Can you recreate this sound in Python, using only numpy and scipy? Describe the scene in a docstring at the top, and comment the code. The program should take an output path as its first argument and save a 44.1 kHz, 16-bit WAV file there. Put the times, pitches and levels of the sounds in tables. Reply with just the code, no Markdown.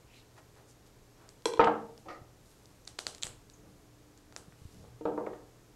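"""A plain room with a wooden table, on which a small carcass is skinned.
Padded knocks ring the table top and the knife clacks on the board. Sharp snaps and clicks come from
tissue at the blade, small taps and the knocks. A short drag judders over the board and the wet hide
squeaks once. Hands bump the board softly and rub over the fur, above faint mains hum and hiss."""
import sys
import numpy as np
from scipy import signal
from scipy.fft import rfft, irfft, next_fast_len
from scipy.io import wavfile

SR = 44100
rng = np.random.default_rng(int(sys.argv[2]) if len(sys.argv) > 2 else 0)


def generate_wav(signal):
    """Clip the signal to [-1, 1] and save it as 16-bit WAV at the path in sys.argv[1]."""
    frames = np.transpose(np.atleast_2d(signal))
    scaled = np.clip(frames, -1, 1) * 32767
    pcm = np.round(scaled).astype(np.int16)
    wavfile.write(sys.argv[1], SR, pcm)


N = 253747
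LONG_T = np.arange(int(0.7 * SR)) / SR
SHORT_T = LONG_T[:SR // 10]


def undb(db):
    """Decibels to gain."""
    return 10 ** (np.asarray(db) / 20)


def unit(x):
    """Scale to rms 1."""
    return x / np.sqrt(np.mean(x ** 2))


def fade(t60_s, t):
    """Free decay, 60 dB in t60_s."""
    return np.exp(-np.log(1000) * t / t60_s)


def attack(rise_s, t):
    """Exponential onset."""
    return 1 - np.exp(-t / rise_s)


def add(track, start_s, sound):
    """Mix a sound in at start_s."""
    i = max(int(start_s * SR), 0)
    track[i:i + len(sound)] += sound[:max(len(track) - i, 0)]


def lowpass(x, hz, order=2):
    """Butterworth treble cut."""
    return signal.sosfilt(signal.butter(order, hz, fs=SR, output="sos"), x)


def highpass(x, hz):
    """Butterworth bass cut."""
    return signal.sosfilt(signal.butter(2, hz, "high", fs=SR, output="sos"), x)


def band(x, hz, q):
    """One resonance."""
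    return signal.lfilter(*signal.iirpeak(hz, max(q, hz / (SR / 4)), fs=SR), x)


def ring(modes, t):
    """Damped sines from one blow."""
    return sum(undb(db) * fade(t60_s, t) * np.sin(2 * np.pi * hz * t) for hz, db, t60_s in modes)


def wander(size, knots):
    """Straight lines between Gaussian random knots."""
    return np.interp(np.arange(size), np.linspace(0, size - 1, knots), rng.standard_normal(knots))


def log_freqs(size):
    """Log frequency of each FFT bin."""
    return np.log(np.maximum(np.fft.rfftfreq(size, 1 / SR), 1))


# Damped modes of the loaded table top: pitch_hz, level_db, t60_s
TOP_MODES = [(310, -7, 0.12), (384, -5.5, 0.035), (471, 1.5, 0.068), (556, -8, 0.029), (713, -13, 0.095),
             (916, -2, 0.084), (1040, -21, 0.035), (1268, -2, 0.04), (1613, -16.5, 0.04), (2420, -11, 0.04)]
# Lingering modes of table and room: pitch_hz, level_db, t60_s
LINGER_MODES = [(161.1, -15, 1), (217.2, 0, 0.75), (311, 1.5, 0.49), (378.5, 1.5, 0.34), (468, 1.5, .42),
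                (484, 4.5, 0.24), (566, -2.5, 0.45), (648, -6.5, 0.45), (732, 8.5, 0.47), (797, 5, 0.61),
                (845, -6.5, 0.29), (900, 9.5, 0.35), (1170, -0.5, 0.42), (1199, -5.5, .25),
                (1250, 6.5, 0.17), (1543, -4.5, .25), (1630, -6.5, .22)]
def table_ring(spot_db=1, top_detune=0.0097, linger_detune=0.0056):
    """Struck spot and shifting load vary the modes from blow to blow."""
    top = [(hz * rng.normal(1, top_detune), rng.normal(db, spot_db), t60_s)
           for hz, db, t60_s in TOP_MODES]
    linger = [(hz * rng.normal(1, linger_detune), db, t60_s) for hz, db, t60_s in LINGER_MODES]
    return ring(top, SHORT_T), ring(linger, LONG_T)


# Table rocking on its legs: pitch_hz, level_db, t60_s
LEG_MODES = [(65.4, -42, .25), (143.9, -38, 0.096)]
# Blows: start_s, level_db, contact_cutoff_hz, clatter_db, scuff_db, weight_db, linger_db, room_db
KNOCKS = [(1.5943, -11, 1660, -3, -22, 0.5, -29.5, -4), (1.602, -19, 1950, 10, -13.5, 0, -23, -3.2),
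          (1.612, -25.5, 1850, 13, -24, 2.5, -21.5, -2.5), (1.640, -23, 1810, 0, -7.5, 0.5, -27, -5.5),
          (1.671, -21.5, 1330, 13, -18, 2.5, -25, -5), (2.087, -42, 2000, -6, -10, -17, -42, -4),
          (4.84, -52.5, 1000, 14, -16, 1, -31, -6), (5.010, -35.5, 625, -2, -29, 4, -34, -8),
          (5.0536, -25.5, 890, 6.5, -24, 3, -23, 0.5), (5.1763, -32.7, 1035, 12, -33, 5, -24.5, -2),
          (5.264, -46, 1590, 18, -36, -1, -21, -6), (5.271, -33, 714, 9.5, -44, 0, -32, -4.5),
          (5.332, -54, 1770, 18, -3.5, -7, -13, -2.5)]
def knocks(crack_db=-6, noise_t60_s=0.047, room_crack_db=3, rise_s=0.00087, hard_contact_hz=10480):
    """Padded blows ring the table; a softer contact cracks lower and passes more bass."""
    direct, room = np.zeros((2, N))
    rocking = ring(LEG_MODES, LONG_T)
    for start_s, db, contact_hz, clatter_db, scuff_db, weight_db, linger_db, room_db in KNOCKS:
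        top, linger = table_ring()
        hardness = contact_hz / hard_contact_hz
        crack_hz = 4200 * hardness ** 0.87
        low_cut_hz = 370.3 * hardness ** 0.25
        noise = rng.standard_normal(len(SHORT_T))
        decay = fade(noise_t60_s, SHORT_T)
        crack = undb(crack_db + clatter_db) * unit(band(noise, crack_hz, q=0.63)) * decay
        scuff = undb(scuff_db) * unit(band(lowpass(noise, hz=3600, order=3), hz=2500, q=2)) * decay
        # clatter carries further into the room than the top's modes
        for track, send_db, carry_db in ((direct, 0, 0), (room, room_db, room_crack_db)):
            blow = lowpass(top + undb(carry_db) * crack, contact_hz, order=3) + undb(carry_db) * scuff
            blow *= attack(rise_s, SHORT_T)
            blow -= band(blow, hz=256, q=5.5)  # gap between two low table resonances
            blow = highpass(highpass(blow, low_cut_hz), low_cut_hz)
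            add(track, start_s, undb(db + send_db) * weighted(blow, weight_db))
        tail = undb(linger_db) * weighted(lowpass(linger, contact_hz), weight_db)
        add(direct, start_s, undb(db) * (tail + rocking))
    return direct, room


def weighted(blow, weight_db):
    """Weight behind a blow drives the low modes harder."""
    return blow + (undb(weight_db) - 1) * band(blow, hz=275, q=2)


# Modes of knife and board together: pitch_hz, level_db, t60_s
KNIFE_MODES = [(332.6, -10.5, 0.082), (390, -6.5, .04), (472, -1.8, 0.053), (886, -10.5, 0.03),
               (997, -6.5, 0.038), (1530, -14.5, 0.028), (2347, -14, 0.025), (3340, -2, 0.012),
               (4140, -5.5, .018), (5510, -13, 0.016), (6640, -12, .014), (7480, -13.5, 0.019),
               (8260, -7.5, 0.013)]
# Knife contact and bounces: start_s, level_db, contact_cutoff_hz
CLACKS = [(1.4558, -16.5, 11000), (1.472, -37, 13000), (1.5358, -28, 2800), (1.573, -28.5, 1000)]
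def knife_clacks(rattle_db=-10, rattle_t60_s=0.02, rise_s=0.00045, room_db=-4, room_rattle_db=5):
    """Hard contact rings knife and board; the blade's rattle carries further into the room."""
    direct, room = np.zeros((2, N))
    # neighbouring modes in antiphase
    modes = ring(KNIFE_MODES[::2], SHORT_T) - ring(KNIFE_MODES[1::2], SHORT_T)
    for start_s, db, contact_hz in CLACKS:
        noise = lowpass(rng.standard_normal(len(SHORT_T)), hz=10000)
        rattle = undb(rattle_db) * unit(band(noise, hz=5000, q=0.7)) * fade(rattle_t60_s, SHORT_T)
        for track, send_db, carry_db in ((direct, 0, 0), (room, room_db, room_rattle_db)):
            blow = (modes + undb(carry_db) * rattle) * attack(rise_s, SHORT_T)
            blow = highpass(lowpass(blow, contact_hz, order=1), hz=260)
            add(track, start_s, undb(db + send_db) * blow)
    return direct, room


# Blade modes: pitch_hz, level_db, t60_s
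BLADE_MODES = [(7190, 4.5, 0.0018), (11500, -12, 0.00068)]
def snap(pitch_hz, body_db, t60_s, blade_db, body_hz=1450, body_t60_s=0.0017, thud_hz=650, thud_db=-10,
         grit_db=-11, grit_t60_s=0.0073, low_cut_hz=300, high_cut_hz=9300, rise_s=0.00021,
         flick_tilt=1.2, room_q_per_s=300, room_body_db=-5, room_blade_db=-6):
    """One snap or click: a brief resonance with blade ring, a dull body and a burst of grit."""
    # a harder flick favours the upper mode
    blade = ring([(hz, db + k * flick_tilt * blade_db, mode_t60_s)
                  for k, (hz, db, mode_t60_s) in enumerate(BLADE_MODES)], SHORT_T)
    crack = ring([(pitch_hz, 0, t60_s)], SHORT_T) - undb(blade_db) * blade
    body = undb(body_db) * ring([(body_hz, 0, body_t60_s), (thud_hz, thud_db, 2 * body_t60_s)], SHORT_T)
    grit = unit(band(rng.standard_normal(len(SHORT_T)), pitch_hz, q=1.2)) * fade(grit_t60_s, SHORT_T)
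    near = (crack - body + undb(grit_db) * grit) * attack(rise_s, SHORT_T)
    near = lowpass(highpass(near, low_cut_hz), high_cut_hz, order=3)
    near /= np.abs(near).max()
    # the walls get one spectral hump, narrower for a longer ring, plus body and blade
    hump = band(signal.unit_impulse(len(SHORT_T)), pitch_hz, room_q_per_s * t60_s)
    far = unit(lowpass(hump, high_cut_hz, order=3))
    far += undb(room_body_db + body_db) * unit(highpass(body, low_cut_hz))
    far -= undb(room_blade_db + blade_db) * unit(lowpass(blade, high_cut_hz, order=4))
    return near, near.std() * unit(far)


# Sharp snaps and clicks: start_s, level_db, pitch_hz, body_db, t60_s, blade_db
SNAPS_AND_CLICKS = [(0.554, -52, 4500, -3, .002, -3), (1.2906, -40.5, 5650, -7, 0.0016, -5),
                    (1.422, -51, 4000, -17, 0.0017, -6), (1.646, -36, 5300, -20, 0.0038, 4),
                    (1.978, -44.5, 4700, -25, 0.0012, -7), (2.657, -45, 5000, -16, 0.0015, -5.5),
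                    (2.852, -47, 6000, -23, .003, -6), (2.8737, -39, 4300, -2, 0.0016, -4),
                    (2.8763, -30, 4300, -9, 0.0027, -15), (2.9869, -30.5, 3960, -5, 0.0022, -6),
                    (2.9897, -20, 4470, -2.5, 0.0031, -20), (3.006, -42, 5470, -5, 0.0016, -11),
                    (3.008, -51, 5000, -10, 0.002, -4), (3.0675, -18, 4270, -2, 0.0032, -8),
                    (3.1484, -34, 4400, -20, 0.0012, -7), (3.182, -40, 4240, -4, 0.0012, -4),
                    (3.22, -39, 5830, -15, 0.0008, 1), (3.2255, -27, 3680, -18, 0.0015, -4.5),
                    (3.2333, -17.5, 3500, -6.5, 0.0036, 4), (3.242, -33, 3630, -4, 0.0013, 0),
                    (3.253, -33, 5000, -6, 0.00086, -4), (3.2683, -27, 4600, 5.5, 0.00068, 7),
                    (3.276, -39, 5050, -6, 0.00093, 8), (3.499, -43, 4300, -10, 0.00079, -4),
                    (4.176, -48, 5500, -16, 0.0017, -5), (4.3247, -41, 4930, 10, 0.002, -6),
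                    (4.3635, -26.5, 4760, 1, 0.0017, -7), (4.524, -46.5, 3000, 33, .0017, 0),
                    (5.054, -49, 4200, -18, 0.0033, -1), (5.177, -49, 1690, -8, 0.018, -25),
                    (5.2645, -46, 2200, 4, 0.016, -28), (5.337, -56, 3500, 1, 0.0023, -12)]
def snaps_and_clicks(gain_db=2.4, room_db=-5):
    """Tissue at the blade, small taps, and the click of knocks on the table."""
    direct, room = np.zeros((2, N))
    for start_s, db, pitch_hz, body_db, t60_s, blade_db in SNAPS_AND_CLICKS:
        near, far = snap(pitch_hz, body_db, t60_s, blade_db)
        add(direct, start_s, undb(db + gain_db) * near)
        add(room, start_s, undb(db + gain_db + room_db) * far)
    return direct, room


# Board modes under a drag: pitch_hz, q, level_db
BOARD_MODES = [(345, 11.5, -2), (564, 11, 1.5), (703, 7.3, -1.5), (1247, 19, 1.5), (1850, 5.7, -4.5),
               (4100, 2.2, -10.5)]
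def board_drag(start_s=2.05, slip_s=2.085, stop_s=2.19, creep_db=-48, slip_db=-42.5, ramp_s=0.0035,
               creep_treble_db=-30, slip_treble_db=2.5, slowing_db_per_s=215, grain_db=4, judder_db=2,
               direct_db=-5, room_db=-7):
    """Uneven slips ring the board: a dull creep breaks loose, brightens and slows to rest."""
    t = start_s + LONG_T
    sliding = t >= slip_s
    force = undb(np.where(sliding, slip_db - slowing_db_per_s * (t - slip_s), creep_db))
    force *= np.clip(np.minimum(LONG_T, stop_s - t) / ramp_s, 0, 1)
    force *= undb(judder_db * wander(len(t), knots=90))
    treble = undb(np.where(sliding, slip_treble_db, creep_treble_db))
    slips = rng.standard_normal(len(t)) * undb(grain_db * rng.standard_normal(len(t)))
    board = sum(undb(db) * unit(band(band(slips, hz, q), hz, q=1)) * (treble if hz > 1000 else 1)
                for hz, q, db in BOARD_MODES)
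    sound = np.zeros(N)
    add(sound, start_s, lowpass(board, hz=6000) * force)
    return undb(direct_db) * sound, undb(room_db) * sound


# Pushes of hands and carcass: start_s, level_db, pitch_hz
BUMPS = [(2.216, -35, 112), (3.245, -32.5, 100.6), (4.399, -39, 131), (4.481, -37, 146), (4.617, -35, 105),
         (4.652, -29.5, 99)]
def soft_bumps(t60_s=0.034, rise_s=0.002, room_db=-22):
    """Soft pushes rock the table for a few slow cycles."""
    direct = np.zeros(N)
    for start_s, db, hz in BUMPS:
        add(direct, start_s, ring([(hz, db, t60_s)], LONG_T) * attack(rise_s, LONG_T))
    return direct, undb(room_db) * direct


# Slip of the hide: start_s, length_s, level_db, start_hz, end_hz
SQUEAKS = [(3.529, 0.022, -56.5, 7550, 5470)]
def hide_squeak(room_db=-3):
    """Wet hide slips in a tiny falling whistle."""
    direct = np.zeros(N)
    for start_s, length_s, db, start_hz, end_hz in SQUEAKS:
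        glide_hz = np.linspace(start_hz, end_hz, int(length_s * SR))
        whistle = np.sin(2 * np.pi * np.cumsum(glide_hz) / SR)
        add(direct, start_s, undb(db) * np.hanning(len(whistle)) * whistle)
    return direct, undb(room_db) * direct


# Strokes over hide and board: middle_s, length_s, level_db, centre_hz, q
RUBS = [(0.148, 0.22, -64, 2550, 3), (0.185, 0.14, -66, 3950, 5), (0.17, 0.16, -69, 6400, 1.5),
        (0.383, 0.075, -60, 850, .65), (0.38, 0.05, -69, 7000, .8), (0.585, 0.1, -62, 590, .65),
        (0.575, 0.05, -74, 6000, .8), (0.70, 0.09, -65, 6600, 2), (0.87, 0.047, -66, 4200, .5),
        (1.234, 0.23, -63.5, 604, .65), (2.499, 0.19, -68.5, 6000, .65), (3.663, 0.29, -61.5, 193, .65),
        (4.726, 0.58, -69, 4430, .65), (4.799, 0.28, -60.5, 149, .65)]
def hand_rubs(grain_db=3, grain_samples=90, room_db=-5):
    """Hairs catch and slip: dense grains swell and fade with each stroke."""
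    direct = np.zeros(N)
    size = len(LONG_T)
    for middle_s, length_s, db, hz, q in RUBS:
        catches = np.repeat(rng.standard_normal(size // grain_samples + 1), grain_samples)[:size]
        grains = rng.standard_normal(size) * undb(grain_db * catches)
        friction = unit(band(band(grains, hz, q), hz, q / 2))
        swell = np.hanning(int(length_s * SR))
        add(direct, middle_s - length_s / 2, undb(db) * swell * friction[:len(swell)])
    return direct, undb(room_db) * direct


def fur_rustle(level_db=-78, centre_hz=6400, q=0.52, swell_db=3):
    """Held fur rustles faintly throughout, swelling as the grip shifts."""
    grip = wander(N, knots=24)
    rustle = unit(band(band(rng.standard_normal(N), centre_hz, q), centre_hz, q))
    return undb(level_db + swell_db * grip) * rustle


# Reverberation: band_hz, t60_s, level_db
REVERB_BANDS = [(100.6, 0.85, 13), (244, 0.66, -3), (340, 0.5, 0.5), (502, 0.54, -0.7), (1022, 0.39, 1),
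                (1850, 0.36, -1), (4000, 0.333, -2.5), (7700, 0.29, -0.5), (13170, 0.24, 2.5)]
def room_response(gap_s=0.0033, build_s=0.002887):
    """Diffuse reflections build after a short gap; treble dies first."""
    band_hz, t60_s, db = np.transpose(REVERB_BANDS)
    size = len(LONG_T)
    spectrum = rfft(rng.standard_normal(size))
    tail = np.zeros(size)
    for k, selector in enumerate(np.eye(len(band_hz))):
        share = np.interp(log_freqs(size), np.log(band_hz), selector)
        tail += undb(db[k]) * fade(t60_s[k], LONG_T) * irfft(spectrum * share, size)
    tail *= np.clip((LONG_T - gap_s) / build_s, 0, 1)
    return tail / np.sqrt(np.sum(tail ** 2))


# Room noise spectrum: frequency_hz, relative_db
AIR_SPECTRUM = [(15, -10.5), (28, 1), (70, -2), (120, -1.5), (210, -7.5), (420, -7), (600, -12),
                (1200, -17.5), (3100, -24.5), (7000, -24), (10000, -31.5), (13000, -28.5), (15500, -35.5)]
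def room_air(level_db=-60.5):
    """Steady rumble and hiss."""
    hz, db = np.transpose(AIR_SPECTRUM)
    size = next_fast_len(N)
    colour = undb(np.interp(log_freqs(size), np.log(hz), db))
    noise = irfft(rfft(rng.standard_normal(size)) * colour, size)
    return undb(level_db) * unit(noise[:N])


# Hum lines: pitch_hz, level_db
HUM_LINES = [(118.4, -65), (242.2, -84), (419.9, -73)]
# Envelope of the swelling line: time_s, level_db
HUM_SWELL = [(0, -75), (3.1, -71), (3.6, -64), (4.5, -63.5), (4.9, -77), (5.75, -67)]
def mains_hum(gain_db=-3, waver_db=2, swell_hz=298.5):
    """Three lines waver in level; a fourth swells and dips."""
    t = np.arange(N) / SR
    hum = undb(np.interp(t, *np.transpose(HUM_SWELL))) * np.sin(2 * np.pi * swell_hz * t)
    for hz, db in HUM_LINES:
        level = undb(db + waver_db * wander(N, knots=18))
        hum += level * np.sin(2 * np.pi * (hz * t + rng.random()))
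    return undb(gain_db) * np.sqrt(2) * hum


def scene():
    """Handwork and its reverberation over fur, air and hum; mono."""
    sources = [knocks(), knife_clacks(), snaps_and_clicks(), board_drag(),
               soft_bumps(), hide_squeak(), hand_rubs()]
    direct, room = np.sum(sources, axis=0)
    reverb = signal.fftconvolve(room, room_response())[:N]
    return (direct + reverb + fur_rustle() + room_air() + mains_hum())[None]


def record(dry, rolloff_hz=13600, whine_hz=15734, whine_db=-95, cutoff_hz=15800):
    """Microphone treble roll-off, a thin electronic whine and a steep top cut."""
    whine = undb(whine_db) * np.sin(2 * np.pi * whine_hz * np.arange(N) / SR)
    top_cut = signal.ellip(8, 0.2, 70, cutoff_hz, fs=SR, output="sos")
    return signal.sosfilt(top_cut, lowpass(dry, rolloff_hz, order=8) + whine)


dry = scene()
out = record(dry)
generate_wav(out)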